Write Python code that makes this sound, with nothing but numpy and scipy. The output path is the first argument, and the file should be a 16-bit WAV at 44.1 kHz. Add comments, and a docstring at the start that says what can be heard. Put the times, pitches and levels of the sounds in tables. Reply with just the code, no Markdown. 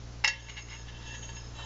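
"""Magnet sinking through a copper pipe

A strong magnet clacks against the mouth of a pipe held in a fist, rebounds, then sinks slowly.
It brushes the wall, so the pipe rings faintly, sings high and, far down, scrapes hollowly.
The room is small, with low electric hum and hiss. Gain ducks after the clack and creeps back."""
import sys
import numpy as np
from scipy import signal
from scipy.fft import rfft, irfft
from scipy.io import wavfile
from scipy.ndimage import uniform_filter1d

SR = 44100
rng = np.random.default_rng(int(sys.argv[2]) if len(sys.argv) > 2 else 0)


def to_wav(sig):
    """Store sig (one row per channel, or 1-D mono) as 16-bit WAV at the path in sys.argv[1].

    Samples outside -1..1 are clipped; the rate is SR.
    """
    pcm = np.clip(np.atleast_2d(sig), -1, 1) * 32767
    pcm = np.round(pcm).astype(np.int16)
    wavfile.write(sys.argv[1], SR, pcm.T)  # frames by channels


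N = 72765
T = np.arange(N) / SR


def from_db(db):
    """Decibels to gain."""
    return 10 ** (np.asarray(db) / 20)


def envelope(rows):
    """Gain over time from (s, dB) points, silent before the first."""
    return from_db(np.interp(T, *np.transpose(rows), left=-120))


def clicks(times_s, db):
    """Single-sample impulses."""
    train = np.zeros(N)
    train[(times_s * SR).astype(int)] = from_db(db)
    return train


def ring(drive, hz, t60_s):
    """One mode: a unit click starts a decaying sine of height 1."""
    radius, angle = from_db(-60 / (t60_s * SR)), 2 * np.pi * hz / SR
    return signal.lfilter([0, np.sin(angle)], [1, -2 * radius * np.cos(angle), radius ** 2], drive + 1e-18)


# Hits on the mouth. Each row: start in seconds, ring in dB, tilt in dB per octave, clack in dB,
# singing resonance in dB.
HITS = [(0.2399, -34.5, -6, -20, -67), (.2450, -22.5, 0.5, -16, -68.5), (.2459, -46.5, -3.5, -4, -64.5),
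        (.2757, -24, 2, -16.5, -26.5), (.2785, -43.5, 13.5, -12, -52), (.2822, -29, 1.5, -10, -52)]
# Hand-damped pipe. Each row: frequency in Hz, T60 in seconds, level in dB when struck, when rubbed,
# when rubbed far down.
PIPE_MODES = [(541, 0.59, -22, -26.5, -1.5), (909, 0.18, -10.5, -5, -4.5), (1696, 0.27, -5.5, -2.5, -18),
              (1799, 0.16, -14.5, -7.5, -5), (1927, 0.11, -8, -10, -20.5), (2111, 0.39, -16, -17, -19.5),
              (2711.5, 0.21, 2, 1, -2.5), (3075, 0.14, -14.5, -5, -1), (3140, 0.17, -19.5, -7.5, -27.5),
              (3258, .15, -18.5, -9.5, -30), (3438, 0.12, -23, -8, -6.5), (3692, 0.14, -18.5, -9.5, -19),
              (3887, .13, -8.5, -12, -2), (4563, 0.12, -7.5, -13, -11), (5148, 0.22, -3, -17.5, -12.5),
              (5890, 0.21, -14.5, -13, -20.5), (6530, 0.12, -20, -16, -24), (7280, 0.075, -18, -21.5, -12)]
TILT_PIVOT_HZ, SING_HZ = 3000, 6550
SETTLE_S, CHOKE_DB_PER_S = .286, 76   # rate at the pivot frequency
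TWIN_SPLIT, TWIN_DB = 0.0072, -17.5   # the pipe is not quite round: each mode has a weaker twin


def pipe_ring():
    """Hits ring the pipe; the magnet then leans on the wall and chokes it, the treble most."""
    start_s, ring_db, tilt_db, _, sing_db = np.transpose(HITS)
    pipe = ring(clicks(start_s, sing_db), SING_HZ, t60_s=0.1)
    leaning_s = np.maximum(T - SETTLE_S, 0)
    for hz, t60_s, db, *_ in PIPE_MODES:
        drive = clicks(start_s, ring_db + db + tilt_db * np.log2(hz / TILT_PIVOT_HZ))
        twin = from_db(TWIN_DB) * ring(drive, hz * (1 + TWIN_SPLIT), t60_s)
        choke = from_db(-CHOKE_DB_PER_S * (hz / TILT_PIVOT_HZ) ** 2 * leaning_s)
        pipe += choke * (ring(drive, hz, t60_s) + twin)
    return pipe


# Magnet and rim. Each row: frequency in Hz, T60 in seconds, level in dB when struck, when rubbed.
RIM_MODES = [(856, .025, -27.5, -12), (1060, 0.0096, -23, -11.5), (1590, 0.013, -24, -14.5),
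             (1926, 0.041, -14.5, -12), (2149, 0.024, -11, -1), (2831, 0.029, -14, -3.5),
             (3940, 0.0047, -12.5, -9.5), (5500, 0.012, -14.5, -13.5), (6660, 0.017, -24.5, -12)]


def rim_clack():
    """The same hits excite short, dead resonances of magnet and rim."""
    start_s, _, tilt_db, clack_db, _ = np.transpose(HITS)
    rim = np.zeros(N)
    for k, (hz, t60_s, db, _) in enumerate(RIM_MODES):
        drive = clicks(start_s, clack_db + db + tilt_db * np.log2(hz / TILT_PIVOT_HZ))
        rim += (-1) ** k * ring(drive, hz, t60_s)
    return rim


def unit_rms(x):
    """Scale to rms 1."""
    return x / np.sqrt(np.mean(x ** 2) + 1e-20)


def friction(catches_per_s=2700, spread_db=4.5):
    """Dense tiny catches of uneven size; rms 1."""
    sizes = from_db(spread_db * np.minimum(rng.exponential(1, N), 4))
    signs = rng.choice([-1, 1], N)
    caught = rng.random(N) < catches_per_s / SR
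    return unit_rms(sizes * signs * caught)


def friction_band(hz, width_hz):
    """Friction through one resonant band; rms 1."""
    band = signal.butter(2, [hz - width_hz / 2, hz + width_hz / 2], "band", fs=SR, output="sos")
    return unit_rms(signal.sosfilt(band, friction()))


def rub_modes(modes, force):
    """Friction drives (Hz, T60 s, dB) modes; force 1 gives rms near 1."""
    drive = friction() * force
    rings = np.zeros(N)
    for k, (hz, t60_s, db) in enumerate(modes):
        energy_norm = np.sqrt(4 * np.log(1000) / (t60_s * SR))
        rings += (-1) ** k * from_db(db) * energy_norm * ring(drive, hz, t60_s)
    return rings / np.sqrt(sum(from_db(db) ** 2 for _, _, db in modes))


# Brief brushes. Each row: centre in seconds, Gaussian sigma in seconds, pipe in dB, rim in dB.
WALL_BRUSHES = [(0.4852, .0015, -54, -37.5), (0.4935, 0.0039, -52, -37), (0.525, 0.039, -62, -54.5),
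                (0.579, 0.0084, -40.5, -38.5), (0.72, 0.025, -51, -46), (0.885, 0.009, -47.5, -56),
                (1.148, 0.0065, -43.5, -60.5), (1.231, 0.0055, -45.5, -62), (1.29, 0.0037, -44.5, -60.5),
                (1.365, 0.0028, -46.5, -52)]
# Steady rubbing. Each row: time in seconds, level in dB.
RUB_LEVELS = [(.3, -44), (.42, -50), (.65, -61.5), (.77, -53.5), (.84, -57.5), (.93, -50.5), (1.0, -52),
              (1.1, -44.5), (1.2, -59), (1.33, -56), (1.41, -61), (1.53, -67.5), (1.65, -50)]
RUB_T60_SCALE = 0.61   # the touching magnet shortens the ring


def wall_slide():
    """The magnet rubs and brushes along the wall; returns pipe, rim."""
    pipe_force, rim_force = envelope(RUB_LEVELS), np.zeros(N)
    for centre_s, sigma_s, pipe_db, rim_db in WALL_BRUSHES:
        swell = np.exp(-.5 * ((T - centre_s) / sigma_s) ** 2)
        pipe_force += from_db(pipe_db) * swell
        rim_force += from_db(rim_db) * swell
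    pipe_modes = [(hz, t60_s * RUB_T60_SCALE, db) for hz, t60_s, _, db, _ in PIPE_MODES]
    rim_modes = [(hz, t60_s, db) for hz, t60_s, _, db in RIM_MODES]
    return rub_modes(pipe_modes, pipe_force), rub_modes(rim_modes, rim_force)


# Upper singing and lower, fainter whine. Each row: time in seconds, level in dB.
SING_LEVELS = [(.39, -58), (.45, -54.5), (.6, -51.5), (.68, -55.5), (.78, -52.5), (.87, -64), (1.0, -76),
               (1.08, -52.5), (1.24, -47), (1.32, -56.5), (1.366, -45.5), (1.41, -61), (1.54, -63),
               (1.65, -60)]
WHINE_LEVELS = [(.33, -60.5), (.45, -62), (.68, -62), (.72, -52), (.77, -58), (.95, -73), (1.1, -57.5),
                (1.2, -74), (1.33, -76), (1.38, -54), (1.5, -61), (1.55, -66)]


def edge_sing():
    """The sliding edge excites two narrow high resonances; the upper has a hissy skirt."""
    sing = friction_band(SING_HZ, width_hz=112)
    skirt = from_db(-9.5) * friction_band(hz=6633, width_hz=290)
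    whine = friction_band(hz=5184, width_hz=75)
    return envelope(SING_LEVELS) * (sing + skirt) + envelope(WHINE_LEVELS) * whine


# Scraping deep in the pipe. Each row: time in seconds, level in dB.
SCRAPE_LEVELS = [(.85, -73), (1.12, -67), (1.3, -66), (1.52, -69), (1.565, -56), (1.605, -48.5),
                 (1.65, -55.5)]


def deep_scrape(ring_db=5):
    """Far down the pipe, friction sounds hollow and favours other modes."""
    force = envelope(SCRAPE_LEVELS)
    modes = [(hz, t60_s * RUB_T60_SCALE, db) for hz, t60_s, _, _, db in PIPE_MODES]
    rings = from_db(ring_db) * rub_modes(modes, force)
    hollow = force * friction_band(hz=1002.5, width_hz=795)
    return rings + hollow


def reflections(t60_s):
    """Dense echoes as decaying noise of about unit energy."""
    decay = from_db(-60 * T / t60_s)
    return rng.standard_normal(N) * decay * np.sqrt(2 * np.log(1000) / (t60_s * SR))


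def room(x, gap_s=.004, tail_cutoff_hz=4640):
    """Small room: near reflections and a short, duller tail."""
    dull = signal.butter(2, tail_cutoff_hz, fs=SR, output="sos")
    early = from_db(-3) * reflections(t60_s=0.061)
    tail = from_db(-4) * signal.sosfilt(dull, reflections(t60_s=0.27))
    wet = signal.fftconvolve(x, early + tail)[:N]
    return np.interp(T - gap_s, T, wet, left=0)


# Each row: harmonic number, rms level in dB.
HUM_HARMONICS = [(1, -46.5), (2, -48.5), (3, -61.5), (4, -67), (5, -65.5), (6, -72), (7, -67.5), (8, -71.5),
                 (9, -72)]


def electric_hum(hz=58.65, peak_s=.4995):
    """Harmonics peak together, so the hum pulses once a cycle."""
    phase = 2 * np.pi * hz * (T - peak_s)
    return sum(np.sqrt(2) * from_db(db) * np.cos(k * phase) for k, db in HUM_HARMONICS)


# Each row: frequency in Hz, relative spectral density in dB.
HISS_SPECTRUM = [(20, 2.5), (60, 0), (150, -7), (300, -10.5), (600, -13.5), (1200, -16.5), (2200, -21),
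                 (4000, -21.5), (6500, -20.5), (7300, -28)]
CUTOFF_HZ = 7400


def hiss(rms_db=-50):
    """Steady noise, strongest in the bass."""
    hz, db = np.transpose(HISS_SPECTRUM)
    bins_hz = np.fft.rfftfreq(N, 1 / SR)
    colour = from_db(np.interp(np.log(bins_hz + 1), np.log(hz), db)) * (bins_hz < CUTOFF_HZ)
    noise = irfft(rfft(rng.standard_normal(N)) * colour, N)
    return from_db(rms_db) * unit_rms(noise)


RADIATE_HZ = 560   # the narrow pipe radiates little below this
PIPE_SEND_DB = -13   # the pipe rings right at the microphone, so it is drier than the rim


def scene():
    """Magnet and pipe in the room, over hum and hiss; mono."""
    rub, rasp = wall_slide()
    radiation = signal.butter(3, RADIATE_HZ, "high", fs=SR, output="sos")
    pipe = signal.sosfilt(radiation, pipe_ring() + rub + edge_sing() + deep_scrape())
    rim = signal.sosfilt(radiation, rim_clack() + rasp)
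    echoes = room(from_db(PIPE_SEND_DB) * pipe + rim)
    return (pipe + rim + echoes + electric_hum() + hiss())[None]


DUCK_ABOVE_DB, DUCK_DB_PER_DB, ATTACK_S, RECOVER_DB_PER_S = -33, 0.29, 0.01, 6.5


def record(dry):
    """Gain control ducks on loud sound and recovers slowly; the top is cut steeply."""
    level_db = 10 * np.log10(uniform_filter1d(dry[0] ** 2, size=220) + 1e-12)
    target_db = DUCK_DB_PER_DB * np.maximum(level_db - DUCK_ABOVE_DB, 0)
    recovery_db = RECOVER_DB_PER_S * T
    held_db = np.maximum.accumulate(target_db + recovery_db) - recovery_db
    pole = np.exp(-1 / (ATTACK_S * SR))
    duck_db = signal.lfilter([1 - pole], [1, -pole], held_db)
    lowpass = signal.ellip(12, .3, 80, CUTOFF_HZ, fs=SR, output="sos")
    return signal.sosfilt(lowpass, dry * from_db(-duck_db))


dry = scene()
out = record(dry)
to_wav(out)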